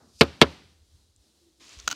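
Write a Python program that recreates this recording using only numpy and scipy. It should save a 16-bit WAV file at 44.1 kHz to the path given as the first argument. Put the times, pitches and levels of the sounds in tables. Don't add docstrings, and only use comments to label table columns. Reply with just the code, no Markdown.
import sys
import numpy as np
from scipy import signal
from scipy.fft import rfft, irfft
from scipy.io import wavfile
from scipy.ndimage import uniform_filter1d

SR = 44100
rng = np.random.default_rng(int(sys.argv[2]) if len(sys.argv) > 2 else 0)


def gain_from_db(level_db):
    decades = np.asarray(level_db, float) / 20
    return 10 ** decades


def log_audio(samples):
    frames = np.atleast_2d(samples).T
    limited = np.clip(frames, -1, 1)
    pcm = np.round(limited * 32767).astype(np.int16)
    wavfile.write(sys.argv[1], SR, pcm)


N = 85995


def rms_one(x):
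    return x / np.sqrt(np.mean(x ** 2) + 1e-20)


def in_time(rows):
    s, db = np.transpose(rows)
    return np.interp(np.arange(N) / SR, s, db, left=-120, right=-120)


def at_hz(points, hz):
    table_hz, values = np.transpose(points)
    return np.interp(np.log(hz), np.log(table_hz), values)


def low_pass(x, hz, order=2):
    return signal.sosfilt(signal.butter(order, hz, fs=SR, output="sos"), x)


def high_pass(x, hz, order):
    return signal.sosfilt(signal.butter(order, hz, "high", fs=SR, output="sos"), x)


def click_at(s, height):
    click = np.zeros(N)
    click[int(s * SR)] = height
    return click


def ring(clicks, hz, t60):
    r, w = gain_from_db(-60 / (t60 * SR)), 2 * np.pi * hz / SR
    return signal.lfilter([0, np.sin(w)], [1, -2 * r * np.cos(w), r * r], clicks + 1e-18)


def drift(rate):
    hop, settle = 40, 2000
    r = np.exp(-2 * np.pi * rate * hop / SR)
    white = rng.standard_normal(N // hop + settle + 2)
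    slow = signal.lfilter([1], [1, -2 * r, r * r], white)[settle:]
    return np.interp(np.arange(N) / hop, np.arange(len(slow)), rms_one(slow - slow.mean()))


def coloured(x, spectrum):
    hz = np.maximum(np.fft.rfftfreq(N, 1 / SR), 1)
    return rms_one(irfft(rfft(x) * gain_from_db(at_hz(spectrum, hz)), N))


def dying(starts, spectrum, t60s, rise_s):
    edges = 60 * 2 ** np.arange(0, 8.3, 1 / 3)
    t, out, power = np.arange(N) / SR, 0, 0
    white = rng.standard_normal((2, N))
    for k, (low, high) in enumerate(zip(edges, edges[1:])):
        hz = np.sqrt(low * high)
        energy, t60 = np.zeros(N), at_hz(t60s, hz)
        for s, db in starts:
            span = slice(max(int(s * SR) + 1, 0), int((s + 2 * t60) * SR))
            since = t[span] - s
            fall = gain_from_db(db - 60 * since / t60)
            energy[span] += (fall * (1 - np.exp(-since / rise_s))) ** 2
        band_pass = signal.butter(2, [low, high], "band", fs=SR, output="sos")
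        band = gain_from_db(at_hz(spectrum, hz)) * signal.sosfilt(band_pass, white[k % 2])
        out = out + band * np.sqrt(energy)
        power = power + np.mean(band ** 2)
    return out / np.sqrt(power)


# (frequency [Hz], level [dB per Hz])
AIR_SPECTRUM = [(100, -25), (300, -21), (1000, -35), (2300, -38), (4000, -27), (9500, -35), (12000, -42),
                (16000, -49)]
AIR_DB = -67.5
# (time [s], level [dB])
GATE = [
    (0, -1),
    (.5, 2),
    (.72, -2),
    (1.595, -1),
    (1.61, 4),
    (1.95, 5),
]
# (time [s], level [dB])
THROB = [(0, -37.5), (.15, 7), (.59, -12), (.645, 16.5), (.7, -6), (.78, 7.5), (.83, 9.5), (.87, 1.5),
         (.95, 15.5), (1.01, 1.5), (1.06, 6), (1.13, 0), (1.19, 10), (1.26, -12), (1.45, -4), (1.6, -5),
         (1.95, -4)]
# (time [s], level [dB])
HUM = [
    (1.3, -84),
    (1.42, -71),
    (1.5, -65),
    (1.58, -73.5),
    (1.62, -59.5),
    (1.66, -83),
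]
# (time [s], level [dB])
LOWER_HUM = [
    (1.58, -87),
    (1.63, -62),
    (1.68, -79.5),
    (1.74, -69.5),
    (1.8, -80),
    (1.86, -64),
    (1.95, -49.5),
]


def room_air():
    throb_hz, throb_width_hz, throb_db = 72, 22, -66
    hum_hz, lower_hum_hz = 341, 290
    white = rng.standard_normal((3, N + SR))
    throb = rms_one(ring(ring(white[0], throb_hz, 1.6 / throb_width_hz), throb_hz, .06)[SR:])
    throb = throb / np.sqrt(uniform_filter1d(throb ** 2, size=2600) + .15)
    hum = rms_one(ring(ring(white[1], hum_hz, .22), hum_hz, .017)[SR:])
    lower = rms_one(ring(ring(white[2], lower_hum_hz, .11), lower_hum_hz, .04)[SR:])
    hiss = rms_one(high_pass(coloured(rng.standard_normal(N), AIR_SPECTRUM), 60, 2))
    air = gain_from_db(AIR_DB + in_time(GATE) + 1.2 * drift(3.6)) * hiss
    engine = gain_from_db(throb_db + in_time(THROB)) * throb
    motor = gain_from_db(in_time(HUM)) * hum + gain_from_db(in_time(LOWER_HUM)) * lower
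    return air + engine + motor


# (time [s], level [dB], frequency [Hz], t60 [s])
BUMPS = [
    (1.767, -35, 55.8, 0.13),
    (1.835, -39, 58, 0.12),
]


def bumps():
    out = 0
    for s, db, hz, t60 in BUMPS:
        push = low_pass(click_at(s, gain_from_db(db)), 1.76 * hz)
        out = out + ring(push, hz, t60)
    return out


# (time [s], level [dB])
MOVING = [
    (0, -76),
    (.09, -69.5),
    (.17, -61.5),
    (.205, -50),
    (.22, -69),
    (.38, -71.5),
    (.41, -64.5),
    (.43, -70.5),
    (.75, -78),
]
# (frequency [Hz], level [dB per Hz])
RUSTLE_SPECTRUM = [(1180, -63), (2000, -34), (2450, -11), (3020, -13.5), (4770, 0.5), (12000, -16),
                   (15600, -46), (22000, -120)]


def rustle():
    return gain_from_db(in_time(MOVING) + 1.7 * drift(25)) * coloured(rng.standard_normal(N), RUSTLE_SPECTRUM)


# (time [s], level [dB])
KNOCKS = [
    (-.2, -1),
    (.210, -5.5),
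    (0.4154, -5),
]
# (frequency [Hz], level [dB per Hz])
ANSWER_SPECTRUM = [(100, -9), (300, -6), (1000, -16), (2800, -19), (5000, -23.5), (6200, -33.5),
                   (9000, -38.5), (14000, -47.5)]
# (frequency [Hz], t60 [s])
ANSWER_T60 = [(100, 0.69), (500, 0.49), (2000, 0.61), (5000, 0.75), (12000, 0.19)]


def room_answer():
    earlier = dying(KNOCKS[:1], ANSWER_SPECTRUM, ANSWER_T60, rise_s=.0035)
    later = dying(KNOCKS[1:], ANSWER_SPECTRUM, ANSWER_T60, rise_s=.015)
    return gain_from_db(-31) * (low_pass(earlier, 1400, 4) + later)


# (frequency [Hz], level [dB per Hz])
RATTLE_SPECTRUM = [(180, -28.5), (300, 4), (850, -10.5), (1250, -1.5), (1530, -13), (2210, -15.5),
                   (3830, 1), (16000, -45)]
# (frequency [Hz], t60 [s])
RATTLE_T60 = [(300, 0.076), (800, 0.088), (1500, 0.078), (5000, 0.023), (14000, .01)]


def rattle():
    starts = [(s, db) for s, db, _ in TOUCHES]
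    return gain_from_db(-7) * dying(starts, RATTLE_SPECTRUM, RATTLE_T60, rise_s=.0004)


# (frequency [Hz], level [dB per Hz])
DUST_SPECTRUM = [(600, -7), (1500, -20), (4500, 0), (9000, -24), (15500, -15.5)]
# (frequency [Hz], t60 [s])
DUST_T60 = [(1000, 0.048), (5000, 0.0087), (15000, 0.02)]


def dust():
    starts = [(s, db) for s, db, *_ in CRACKS]
    return gain_from_db(-18) * dying(starts, DUST_SPECTRUM, DUST_T60, rise_s=.00009)


# (time [s], level [dB])
PRESSURE = [
    (1.598, -65),
    (1.608, -54.5),
    (1.67, -54.5),
    (1.74, -50),
    (1.78, -56),
    (1.8, -49),
    (1.82, -56),
    (1.87, -56.5),
    (1.95, -51),
]
# (frequency [Hz], level [dB per Hz])
CRUMBLE_SPECTRUM = [(400, -7), (839, -11.5), (1030, -5), (1580, -7.5), (2600, -2.5), (4800, -3),
                    (6800, -6.5), (8500, -15), (16000, -40)]


def crumble():
    crumbs_per_s, spread_db, click_share = 2500, 3.0, .3
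    sizes = gain_from_db(spread_db * np.minimum(rng.exponential(1, N), 4)) * rng.choice([-1, 1], N)
    breaks = rng.random(N) < crumbs_per_s * gain_from_db(5 * drift(25)) / SR
    grains = rms_one(sizes * breaks)
    mix = click_share * grains + np.sqrt(1 - click_share ** 2) * rng.standard_normal(N)
    return gain_from_db(in_time(PRESSURE)) * coloured(mix, CRUMBLE_SPECTRUM)


# (time [s], strength [dB], pitch [Hz])
TICKS = [(.2335, -40, 9200), (.2345, -33, 12200), (.2360, -45, 13860), (1.1625, -43, 7400),
         (1.670, -41.5, 5900), (1.682, -40.5, 6200), (1.6825, -42.5, 3300), (1.693, -32.5, 6180),
         (1.732, -39, 6200), (1.774, -44, 6000), (1.789, -31.5, 5730), (1.7985, -31.5, 5780),
         (1.7993, -33, 3620), (1.8008, -26.5, 6000), (1.8887, -21, 6017), (1.8891, -32.5, 5014)]


def ticks():
    out = np.zeros(N)
    for s, db, hz in TICKS:
        click, t60 = click_at(s, gain_from_db(db)), 14 / hz
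        rings = ring(click, hz, t60)
        rings -= .7 * ring(click, 1.17 * hz, t60)
        rings += .3 * ring(click, .75 * hz, .6 * t60)
        out += high_pass(rings, .6 * hz, 2)
    return out


# (time [s], strength [dB], length [s], share that rings the open mouth [dB])
CRACKS = [(1.8762, -20, 0.00066, -24.5), (1.8777, -10.5, 0.00091, 2), (1.8785, -17, .0007, -34),
          (1.8794, -16.5, 0.00078, -38), (1.8807, -20, 0.00043, -10.5), (1.8812, -21.5, 0.00059, -20),
          (1.8893, -29.5, 0.00089, -8.5), (1.8989, -37, .001, -18.5), (1.9010, -35, .001, -9),
          (1.9022, -26, 0.001, -8), (1.9061, -27, .0018, -8.5), (1.9085, -37, .0015, -18),
          (1.9117, -35, .001, -18.5), (1.9130, -18.5, .0005, -33), (1.9135, -18.5, 0.00103, 1.5),
          (1.9146, -22.5, .001, -20), (1.9170, -24, 0.0017, -4), (1.9204, -32, 0.0021, -6),
          (1.9223, -24.5, 0.00076, -1), (1.9245, -28.5, 0.0022, -17.5), (1.9274, -20.5, .001, 1)]
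# (frequency [Hz], level [dB], t60 [s])
CAKE_MODES = [(980, -17.5, 0.0087), (2070, -32, .004), (3020, -8, 0.017), (3380, -8.5, 0.0065),
              (4090, -2.5, 0.0046), (4670, -5, 0.0048), (5570, -7, .006), (6200, -2.5, 0.0071),
              (6700, -4, 0.0051), (7400, -13.5, 0.0046), (9320, -16, 0.0037), (13040, -21, 0.0035)]


def cracks():
    splits_per_s = 8100
    t, splits, mouth = np.arange(N) / SR, np.zeros(N), np.zeros(N)
    run = rng.standard_normal(N) * (rng.random(N) < splits_per_s / SR)
    for s, db, length, mouth_db in CRACKS:
        splits -= click_at(s, gain_from_db(db))
        mouth -= click_at(s, gain_from_db(db + mouth_db))
        during = (t > s) * (t < s + length)
        splits += 0.42 * gain_from_db(db) * run * during * np.exp(-np.abs(t - s) / length)
    rings = 0
    for hz, db, t60 in CAKE_MODES:
        luck = gain_from_db(2.5 * rng.standard_normal(N))
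        rings = rings + 0.44 * gain_from_db(db) * ring(splits * luck, hz, t60)
    cavity = ring(mouth, 1440, .017) + gain_from_db(-20) * ring(mouth, 630, .02)
    return high_pass(rings + 1.1 * splits, 850, 3) + high_pass(0.61 * cavity, 945, 2)


# (time [s], strength [dB], hardness [Hz])
TOUCHES = [(0.2086, -29.5, 2950), (.2100, 0.5, 7400), (0.2115, -5.5, 3870), (0.2139, -17, 2950),
           (0.2147, -5.5, 4950), (0.2169, -7, 6400), (0.2332, -23.5, 9000), (.356, -51, 6000),
           (0.4107, -35.5, 2220), (.4148, 1.5, 6900), (.4163, -12.5, 5100), (0.419, -8.5, 3985),
           (.4200, -3.5, 3950), (0.4222, -5, 5140), (0.4259, -14.5, 4000), (0.4312, -19, 5000)]
# (frequency [Hz], level [dB], t60 [s])
PLATE_MODES = [(743, -18.5, 0.073), (858, -18, 0.1), (1087.4, -13.5, 0.093), (1254, -25, 0.1),
               (1465, -21, 0.064), (1673, -10, 0.032), (1820, -16.5, 0.086), (2138.5, -5.5, 0.033),
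               (2880, -18, 0.037), (3041, -7.5, 0.031), (3280, -21.5, .03), (3800, -10.5, 0.11),
               (3830, -17, 0.031)]
# (frequency [Hz], level [dB], t60 [s])
TABLE_MODES = [(146, -15.5, .1), (158.4, -6.5, .07), (172, -33.5, 0.46), (212, -5, 0.031), (240, -8, 0.088),
               (273.3, -16.5, 0.16), (345, -10, 0.077), (443.2, 0, 0.052), (556.5, -12.5, 0.12),
               (640, -5.5, 0.021)]
# (frequency [Hz], level [dB], t60 [s])
SWAY_MODES = [(75.5, -29, .5), (78.7, -30, .5)]


def plate_knocks():
    length = SR // 2
    out = np.zeros(N)
    for s, db, hard_hz in TOUCHES:
        click = np.zeros(length)
        click[0] = gain_from_db(db - 6)
        hard = low_pass(click, hard_hz)
        sound = 3.6 * signal.lfilter([1, -1], [1, -.8], hard) + 3.2 * ring(hard, 2400, .003)
        for k, (hz, level_db, t60) in enumerate(PLATE_MODES):
            strength = (-1) ** k * gain_from_db(level_db + 3.5 * rng.standard_normal())
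            sound = sound + strength * ring(hard, hz, min(t60, 62 / hz))
        start = int(s * SR)
        out[start:start + length] += sound
    return out


def table_knocks():
    lag_s, soft_hz = .0026, 897
    out = np.zeros(N)
    for s, db in KNOCKS[1:]:
        push = low_pass(click_at(s + lag_s, -gain_from_db(db)), soft_hz)
        bend = 0
        for hz, level_db, t60 in TABLE_MODES:
            bend = bend + gain_from_db(level_db + 0.5 * rng.standard_normal()) * ring(push, hz, t60)
        out += high_pass(bend, 160, 3)
        out += sum(gain_from_db(level_db) * ring(push, hz, t60) for hz, level_db, t60 in SWAY_MODES)
    return out


def scene():
    side_db, hiss_side_db = -33.5, -19.5
    near = bumps() + rustle() + room_answer() + rattle() + dust()
    near = near + crumble() + ticks() + cracks() + plate_knocks() + table_knocks()
    side = gain_from_db(side_db) * np.roll(0.35 * np.diff(near, prepend=0) + 0.73 * near, 37)
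    side = side + gain_from_db(AIR_DB + hiss_side_db) * coloured(rng.standard_normal(N), AIR_SPECTRUM)
    return near + room_air() + side * np.array([[1], [-1]])


def roll_off(x):
    return signal.sosfilt(signal.butter(12, 16370, fs=SR, output="sos"), x)


def record(dry):
    clip_top, cutoff_hz = 1.03, 16600
    heard = np.clip(high_pass(dry, 58.7, 3), -clip_top, clip_top)
    heard = signal.sosfilt(signal.cheby2(10, 35, cutoff_hz, fs=SR, output="sos"), heard)
    return roll_off(heard)


dry = scene()
out = record(dry)
log_audio(out)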